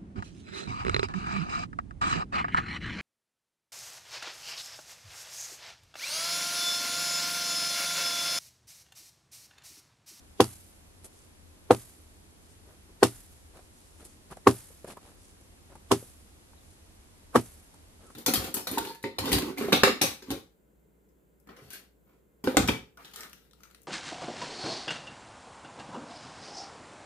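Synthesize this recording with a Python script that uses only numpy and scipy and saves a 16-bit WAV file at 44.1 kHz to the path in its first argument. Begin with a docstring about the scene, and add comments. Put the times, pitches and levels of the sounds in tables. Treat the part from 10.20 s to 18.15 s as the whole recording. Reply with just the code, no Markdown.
"""Axe on a felled trunk

An axe chops six times into a trunk among dry branches: jerks of the blade, damped log and steel modes,
bursts of splitting noise, then a fading hiss from the brush. Blunter blows part the fibres more slowly.
A walker knocks, scuffs and crunches over dry soil in shaped noise; cloth rustles after every blow.
A far bird's chirp and a thin squeak are sliding tones; the open field is steady rumbling, hissing noise.
"""
import sys
import numpy as np
from scipy import signal
from scipy.fft import rfft, irfft
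from scipy.io import wavfile
from scipy.ndimage import uniform_filter1d

SR = 44100
rng = np.random.default_rng(int(sys.argv[2]) if len(sys.argv) > 2 else 0)


def generate_wav(sig):
    """Save sig (samples, or channels by samples) to the path in sys.argv[1] as 16-bit PCM at SR."""
    pcm = np.round(np.clip(np.atleast_2d(sig).T, -1, 1) * 32767).astype(np.int16)
    wavfile.write(sys.argv[1], SR, pcm)


N = 350595
LEAD = 0.03  # s of lead-in before an event's time zero
T = np.arange(SR) / SR - LEAD  # s around an event

# one blow a row; layer levels are relative to the force:
# hit_s (hardest jerk), force_db, dullness (0 clean to 1 blunt), bite_db, jerk_gap_s,
# knock_hz, knock_db, favoured_ring_hz, crack_hz, crack_db, split_db
BLOWS = [(0.2043, 0.3, .12, -4, .00258, 996, -10.2, 494, 3200, -16.5, -23.5),
         (1.5094, -1, 0.46, -2, .0025, 747, -7.5, 492, 1248, -21, -28),
         (2.831, 0.2, 0.44, -3, 0.002516, 1035, -22, 370, 1713, -13.5, -20),
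         (4.2726, 1.94, .5, -7.5, .00226, 1112, -4, 378, 1802, -22, -26.5),
         (5.7161, -2, 0.61, -16, .0028, 1043, -10, 416.7, 3125, -20, -20),
         (7.1585, -2.5, 0.97, -8.5, .00434, 1124, -6, 236, 1637, -10.5, -24.5)]
RING_DB, THUD_DB, BRUSH_DB = -13.5, -21.5, -39  # layers of a clean blow, against its force
CLEAN_RISE_S, BLUNT_RISE_S = 0.00055, 0.004  # the blunter the blow, the slower the fibres part
BLUNT_THUD_DB, BLUNT_RING_DB = 9, 20  # extra thud and favoured ring of a fully blunt blow
ECHO_S, ECHO_DB, ECHO_BLUNT_DB = 0.0388, -28, -8.5  # slap off the log pile, weaker when blunt


def chops(bass_hz=72):
    """Each blow bites, knocks and rings, then splits fibres, shakes the brush and slaps back off the log pile."""
    out = np.zeros((2, N))
    for (hit_s, force_db, dull, bite_db, gap_s, knock_hz, knock_db,
         ring_hz, crack_hz, crack_db, split_db) in BLOWS:
        rise = CLEAN_RISE_S * (BLUNT_RISE_S / CLEAN_RISE_S) ** dull
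        force = amp(force_db)

        wood = amp(bite_db) * bite(gap_s) + amp(knock_db) * knock(knock_hz)
        wood += amp(RING_DB) * log_ring(ring_hz, BLUNT_RING_DB * dull)
        scattered = amp(THUD_DB + BLUNT_THUD_DB * dull) * thud(rise)
        add(out, hit_s, force * (wood + scattered))

        tearing = amp(crack_db) * crack(crack_hz) + amp(split_db) * split(rise, dull)
        fibres = speckle(tearing) + amp(BRUSH_DB) * brush(rise)
        add(out, hit_s + 0.0009, force * fibres)  # the fibres part once the blade is in

        echo_db = ECHO_DB + ECHO_BLUNT_DB * dull
        add(out, hit_s + ECHO_S, force * amp(echo_db) * slap())
    # the chopping carries little deep bass
    highpass = signal.butter(2, bass_hz, "high", fs=SR, output="sos")
    return signal.sosfilt(highpass, out)


# the push of the blade on the wood: freq_hz, level_db
BITE_COLOUR = [(40, -47), (120, -29), (220, -2), (400, 1.5), (600, -2), (850, -8.5), (1300, -19),
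               (2300, -30), (3200, -32.5), (6000, -48), (15000, -67.5)]
# the jerks of one blow: place (in jerk gaps), strength (signed gain)
BLADE_JERKS = [(-3, 0.03), (-1, 0.59), (0, 0.94), (0.7, -0.12)]


def bite(gap_s):
    """The blade enters in quick jerks, each a push and a rebound; their spacing gives the hollow pitch."""
    hz = np.fft.rfftfreq(SR, 1 / SR)
    jerks = sum(strength * np.exp(-2j * np.pi * hz * (LEAD + place * gap_s))
                for place, strength in BLADE_JERKS)
    push = irfft(1j * jerks * amp(read(BITE_COLOUR, hz)), SR)
    return push / abs(push).max()


def knock(hz, rise=0.0016, t60=0.0097):
    """Struck wood or soil gives a few heavily damped cycles."""
    return -np.sin(2 * np.pi * hz * T) * burst(rise, t60)


# modes of the log and its limbs, before a blow favours some: freq_hz, level_db, t60_s
LOG_MODES = [(89, -13.5, 0.16), (118.5, -10, 0.22), (214.6, -14, .12), (248.6, -12.5, 0.11),
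             (325, -2.5, 0.105), (395.4, -6.5, 0.115), (475, 3.5, 0.011), (496, 4.5, 0.044),
             (666, -21, 0.13), (785, -12, .09), (950, -16.5, 0.089), (1060, -17.5, 0.065),
             (1192, -20, .115), (1280, -24, 0.14)]


def log_ring(favoured_hz, boost_db, octaves=0.11):
    """Each blow lands on a new spot of the trunk and favours other modes."""
    modes = []
    for hz, db, t60 in LOG_MODES:
        distance = np.log2(hz / favoured_hz) / octaves
        modes.append((hz, db + boost_db * np.exp(-distance ** 2), t60))
    return ring(modes, rise=0.0032)


# the knock thrown about by logs and ground: freq_hz, density_db (dB per Hz)
THUD_COLOUR = [(30, -36.5), (65, -20), (110, -16.5), (155, -13), (260, -2), (470, -7.5), (570, -10),
               (700, -9), (1100, -7.5), (1600, -19.5), (2400, -28.5), (6000, -50)]
# its decay: freq_hz, t60_s
THUD_DECAY = [(60, 0.25), (130, 0.21), (300, 0.12), (550, 0.11), (1100, .068), (4000, 0.15)]
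# its early reflections: freq_hz, left_right_likeness (-1 to 1)
THUD_LIKENESS = [(100, .93), (400, 0.55), (1200, .7), (4000, .3)]


def thud(rise):
    """Logs and ground scatter the knock into noise whose bands die at different speeds."""
    return fade(noise(THUD_COLOUR, THUD_LIKENESS), THUD_DECAY) * swell_in(rise + 0.0015)


def crack(hz, t60=0.019):
    """The first fibres let go in one short, bright snap."""
    colour = [(hz / 3, -28), (hz * 0.68, -11), (hz, 0), (hz * 1.12, -5), (hz * 1.25, -20), (hz * 5, -36)]
    return noise(colour, NEAR_LIKENESS) * burst(0.00035, t60)


# splitting fibres: freq_hz, density_db (dB per Hz)
SPLIT_COLOUR = [(300, -23.5), (1200, -2), (1900, -2), (2350, -2.5), (3100, 2), (4500, 0.5), (7000, 1),
                (12000, -0.5), (16000, -1)]
# brief ring of the steel head, damped by the cut: freq_hz, level_db, t60_s
STEEL_MODES = [(2745, -18, 0.11), (3024, -15.5, 0.088), (3650, -14, 0.074), (4070, -14.5, 0.033),
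               (4650, -19, 0.15), (5392, -17.5, 0.13), (6294, -20.5, .08), (7962, -19, .1),
               (9540, -17.5, 0.054)]
TICK_HZ, TICK_DB = 4240, 6  # cutting edge of a clean blow, against the splitting


def split(rise, dull):
    """Fibres tear in tiny snaps while the steel head rings; the cleaner the blow, the more its edge ticks."""
    tearing = noise(SPLIT_COLOUR, NEAR_LIKENESS) * grains(depth_db=3, size=30) * burst(rise, 0.12)
    tick = amp(TICK_DB) * (1 - dull) * crack(TICK_HZ, t60=0.0074)
    return tearing + ring(STEEL_MODES, rise=0.002) + tick


def speckle(x, depth_db=1.5, size=220):
    """Random ripples over frequency give each burst small peaks and dips of colour."""
    ripple = drift((2, SR // 2 + 1), size)
    return irfft(rfft(x) * amp(depth_db * ripple), SR) * (T < 0.5)


# the lingering wash from the brush: freq_hz, density_db (dB per Hz)
BRUSH_COLOUR = [(60, -4), (130, 7), (270, 12), (600, 8), (1500, -1), (3000, -5), (5500, -3), (8000, 3),
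                (11500, 7), (16000, 3)]
# its decay: freq_hz, t60_s
BRUSH_DECAY = [(100, .3), (500, 0.28), (2000, 0.8), (5000, 0.91), (11000, 0.85)]


def brush(rise, twigs_db=2):
    """Shaken dry branches hiss unevenly, and each band fades at its own speed."""
    wash = fade(noise(BRUSH_COLOUR, FAR_LIKENESS), BRUSH_DECAY)
    return wash * grains(depth_db=twigs_db, size=300) * swell_in(3 * rise)


def slap(rise=0.00072, t60=0.012):
    """The sharp edge of a blow, thrown back as one short tick."""
    colour = [(200, -6), (800, 5.5), (2000, -1.5), (5000, -2), (10000, -0.5), (16000, -12)]
    return noise(colour, FAR_LIKENESS) * burst(rise, t60)


# the chopping at the two microphone ports: freq_hz, phase_rad (positive: left leads)
PORT_LEAD = [(120, 0), (400, 0.24), (800, -0.5), (1500, 0.1), (4000, 1)]
# its balance: freq_hz, left_over_right_db
PORT_LEVEL = [(380, 0), (700, 1.5), (1300, -1.5), (2400, 1), (4400, -2), (9000, -3), (15000, 6)]


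def ports(x):
    """Sound from the trunk meets the two ports with slightly different phase and strength."""
    hz = np.fft.rfftfreq(N, 1 / SR)
    half = np.exp(0.5j * read(PORT_LEAD, hz)) * amp(read(PORT_LEVEL, hz) / 2)
    return irfft(rfft(x) * np.array([half, 1 / half]), N)


# a shoe knocks on clods and sticks: hit_s, level_db, hollow_hz
SHOE_KNOCKS = [(2.693, -50, 400), (3.393, -48, 765), (4.122, -39, 1040), (4.170, -39, 613),
               (4.505, -50.5, 495), (4.646, -36, 486), (4.679, -40, 620), (4.771, -38, 1060),
               (5.555, -40, 890), (5.827, -41.5, 500), (6.334, -53.5, 1080), (7.543, -54, 940),
               (7.903, -44, 1140)]
STEP_RISE_S, STEP_T60_S, STEP_GRIT_DB = 0.00077, 0.047, -14
STEP_CYCLES, STEP_SCUFF_DB = 11.4, -2  # cycles to the knock's t60; the scuff around it
# a sole drags over the soil: middle_s, level_db, length_s, hollow_hz, grit_db (against the scuff)
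SOLE_DRAGS = [(2.509, -62, .14, 450, -9), (3.375, -55.5, .1, 700, -8), (3.815, -56, 0.065, 341, -4.5),
              (4.123, -45.5, 0.047, 1000, -9), (4.704, -46.5, 0.088, 600, -4), (4.869, -57, .14, 650, -5),
              (5.52, -56, 0.062, 645, -15), (7.834, -57, 0.093, 500, -9)]
# soil grains sliding: freq_hz, density_db (dB per Hz)
SCRAPE_COLOUR = [(600, -26), (1400, -5), (2200, 0), (3800, 0.5), (6000, -8.5), (12000, -9)]
SCRAPE_DB = -2  # against the grit
# dry leaves and twigs give way underfoot: hit_s, level_db, t60_s
LITTER = [(0.848, -43.5, 0.1), (3.852, -45, 0.093), (4.679, -47, 0.024), (5.212, -51, .03),
          (7.543, -51.5, .02), (7.868, -53, .05)]
# rise as a share of the t60; the soft thump beneath the grit
CRUNCH_RISE, CRUNCH_BODY_DB, CRUNCH_BODY_HZ = 0.053, -7, 336


def steps():
    """The walker's shoes knock briefly, drag slowly or crush dry litter."""
    out = np.zeros((2, N))
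    for hit_s, db, hz in SHOE_KNOCKS:
        scuff = contact(hz, STEP_GRIT_DB, sharpness=4, scuff_db=1.5) * burst(STEP_RISE_S, STEP_T60_S)
        hollow = knock(hz, rise=STEP_RISE_S, t60=STEP_CYCLES / hz)
        add(out, hit_s, amp(db) * (hollow + amp(STEP_SCUFF_DB) * scuff))
    for middle_s, db, length, hz, grit_db in SOLE_DRAGS:
        scrape = noise(SCRAPE_COLOUR, NEAR_LIKENESS) * grains(depth_db=5.5, size=90)
        drag = contact(hz, grit_db, sharpness=1.9, scuff_db=12) + amp(grit_db + SCRAPE_DB) * scrape
        add(out, middle_s - length / 2, amp(db) * drag * arch(length))
    for hit_s, db, t60 in LITTER:
        crunch = contact(CRUNCH_BODY_HZ, -CRUNCH_BODY_DB) * burst(CRUNCH_RISE * t60, t60)
        add(out, hit_s, amp(db + CRUNCH_BODY_DB) * crunch)
    return out


# grit under a sole: freq_hz, density_db (dB per Hz)
GRIT_COLOUR = [(100, -2.5), (300, -3), (1500, -12), (3000, -7), (6000, -.5), (10000, 8), (16000, -5)]


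def contact(body_hz, crunch_db, sharpness=4, scuff_db=2):
    """A sole on the ground: a dull scuff and a small hollow resonance, with crunching grit on top."""
    colour = [(60, -2.5), (200, 4), (1400, -6), (4000, -25.5), (12000, -32.5)]
    scuff = noise(colour, NEAR_LIKENESS) * grains(depth_db=3.5, size=130)
    hollow = signal.lfilter(*signal.iirpeak(body_hz, sharpness, fs=SR), scuff)
    body = hollow / hollow.std() + amp(scuff_db) * scuff
    grit = noise(GRIT_COLOUR, FAR_LIKENESS) * grains(depth_db=4, size=70)
    return body / body.std() + amp(crunch_db) * grit


# rubbing cloth: freq_hz, density_db (dB per Hz)
CLOTH_COLOUR = [(1000, -13), (4000, -2.5), (7000, 4.5), (9500, 6), (12000, -0.5), (16000, 1)]
LIFT_S, LIFT_LENGTH_S, LIFT_DB = 0.785, 0.21, -61.5  # backswing after each blow; level against its force
WALK_S, WALK_SPREAD_S, WALK_DB = 3.7, 0.65, -65  # the walker's trousers rub most around this moment


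def rustles():
    """Cloth brushes softly on every backswing, and on and off as the walker sets out."""
    passing = np.exp(-((np.arange(N) / SR - WALK_S) / WALK_SPREAD_S) ** 2)
    out = amp(WALK_DB) * passing * noise(CLOTH_COLOUR, FAR_LIKENESS, size=N)
    out *= np.resize(grains(depth_db=3, size=2500), N)
    for hit_s, force_db, *_ in BLOWS:
        cloth = noise(CLOTH_COLOUR, FAR_LIKENESS) * grains(depth_db=3, size=150) * arch(LIFT_LENGTH_S)
        add(out, hit_s + LIFT_S - LIFT_LENGTH_S / 2, amp(LIFT_DB + force_db) * cloth)
    return out


# a far bird's two-part chirp and a thin squeak: start_s, length_s, start_hz, end_hz, level_db
CALLS = [(6.366, .03, 4020, 3720, -66), (6.402, 0.021, 3850, 3470, -68), (7.84, .075, 1330, 1264, -60)]


def whistles(waver=0.036, size=100):
    """Short wavering tones slide downwards."""
    out = np.zeros((2, N))
    for start_s, length, start_hz, end_hz, db in CALLS:
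        progress = np.clip(T / length, 0, 1)
        hz = start_hz + (end_hz - start_hz) * progress + waver * start_hz * drift(SR, size)
        tone = np.sin(2 * np.pi * np.cumsum(hz) / SR)
        add(out, start_s, amp(db) * arch(length) * tone)
    return out


# still air over the field: freq_hz, density_db (dB per Hz)
AIR_COLOUR = [(20, -23.5), (40, -6.5), (60, -9.5), (84, -1.5), (115, -16.5), (200, -16), (310, -17),
              (475, -22), (840, -25.5), (1500, -29.5), (5500, -33), (12000, -31.5), (12600, -52),
              (16000, -60)]
# its width: freq_hz, left_right_likeness (-1 to 1)
AIR_LIKENESS = [(60, 0.98), (130, 0.36), (290, 0.48), (640, 0.013), (1410, -0.17), (3100, -0.35),
                (6820, -0.2), (15000, 0.14)]
AIR_DB = -55.5


def field():
    """A steady distant rumble lies under a thin hiss."""
    return amp(AIR_DB) * noise(AIR_COLOUR, AIR_LIKENESS, size=N)


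def amp(db):
    """Decibels to gain."""
    return 10 ** (np.asarray(db) / 20)


def read(points, hz):
    """A table joined by straight lines on a log-frequency axis."""
    f, value = np.transpose(points)
    return np.interp(np.log(hz + 1), np.log(f + 1), value)


def add(mix, s, sound):
    """Mixes in an event whose time zero falls at s seconds."""
    part = mix[:, round((s - LEAD) * SR):][:, :sound.shape[-1]]
    part += sound[..., :part.shape[1]]


# direct sound: freq_hz, left_right_likeness (-1 to 1)
NEAR_LIKENESS = [(100, 0.99), (1000, 0.96), (2500, 0.0016), (5000, .15), (9000, 0.00032)]
# scattered sound: freq_hz, left_right_likeness (-1 to 1)
FAR_LIKENESS = [(100, .7), (600, 0.6), (3000, 1), (8000, 0.07)]


def noise(spectrum, likeness, size=SR):
    """Stereo noise of rms 1 with a given colour and left-right likeness."""
    hz = np.fft.rfftfreq(size, 1 / SR)
    a, b = rfft(rng.standard_normal((2, size)))
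    same = np.clip(read(likeness, hz), -1, 1)
    pair = np.array([a, same * a + np.sqrt(1 - same ** 2) * b])
    x = irfft(pair * amp(read(spectrum, hz)), size)
    return x / x.std()


def drift(shape, size):
    """Random values smoothed over size neighbours, with their spread kept near 1."""
    return uniform_filter1d(rng.standard_normal(shape), size) * np.sqrt(size)


def grains(depth_db, size):
    """A jagged gain of rms 1: sound that comes in tiny separate snaps."""
    g = amp(depth_db * np.clip(drift(SR, size), -2, 2))
    return g / np.sqrt(np.mean(g ** 2))


def swell_in(rise):
    """An exponential swell up to time zero, then full level."""
    return np.exp(np.minimum(T, 0) / rise)


def burst(rise, t60):
    """An envelope that swells up to time zero and then dies away."""
    return swell_in(rise) * amp(-60 * np.maximum(T, 0) / t60)


def arch(length):
    """A half-sine rise and fall that starts at time zero."""
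    return np.sin(np.pi * np.clip(T / length, 0, 1))


def fade(x, t60s):
    """Lets each band die at its own speed after time zero."""
    hz, t, z = signal.stft(x, SR, nperseg=256)
    z = z * amp(-60 * np.maximum(t - LEAD, 0) / read(t60s, hz)[:, None])
    return signal.istft(z, SR, nperseg=256)[1][:, :SR]


def ring(modes, rise):
    """Damped modes build up just after time zero; neighbours swing in opposite directions."""
    t = np.maximum(T, 0)
    swing = sum((-1) ** k * amp(db - 60 * t / t60) * np.sin(2 * np.pi * hz * t)
                for k, (hz, db, t60) in enumerate(modes))
    return swing * (1 - np.exp(-t / rise))


def scene():
    """The chopping, the walker, the far calls and the open air."""
    return ports(chops()) + steps() + rustles() + whistles() + field()


TREBLE_HZ, EDGE_HZ = 12100, 15700  # shelf and final cut


def record(dry, top_db=-19, ceiling=0.99):
    """Peaks above the ceiling overload the input; the top treble is shelved down, then cut."""
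    hz = np.fft.rfftfreq(N, 1 / SR)
    shelf = amp(top_db * np.clip((hz - TREBLE_HZ) / 150 + 0.5, 0, 1))
    x = irfft(rfft(np.clip(dry, -ceiling, ceiling)) * shelf, N)
    lowpass = signal.firwin(511, EDGE_HZ, window=("kaiser", 9), fs=SR)
    return signal.oaconvolve(x, lowpass[None], "same", axes=1)


dry = scene()
out = record(dry)
generate_wav(out)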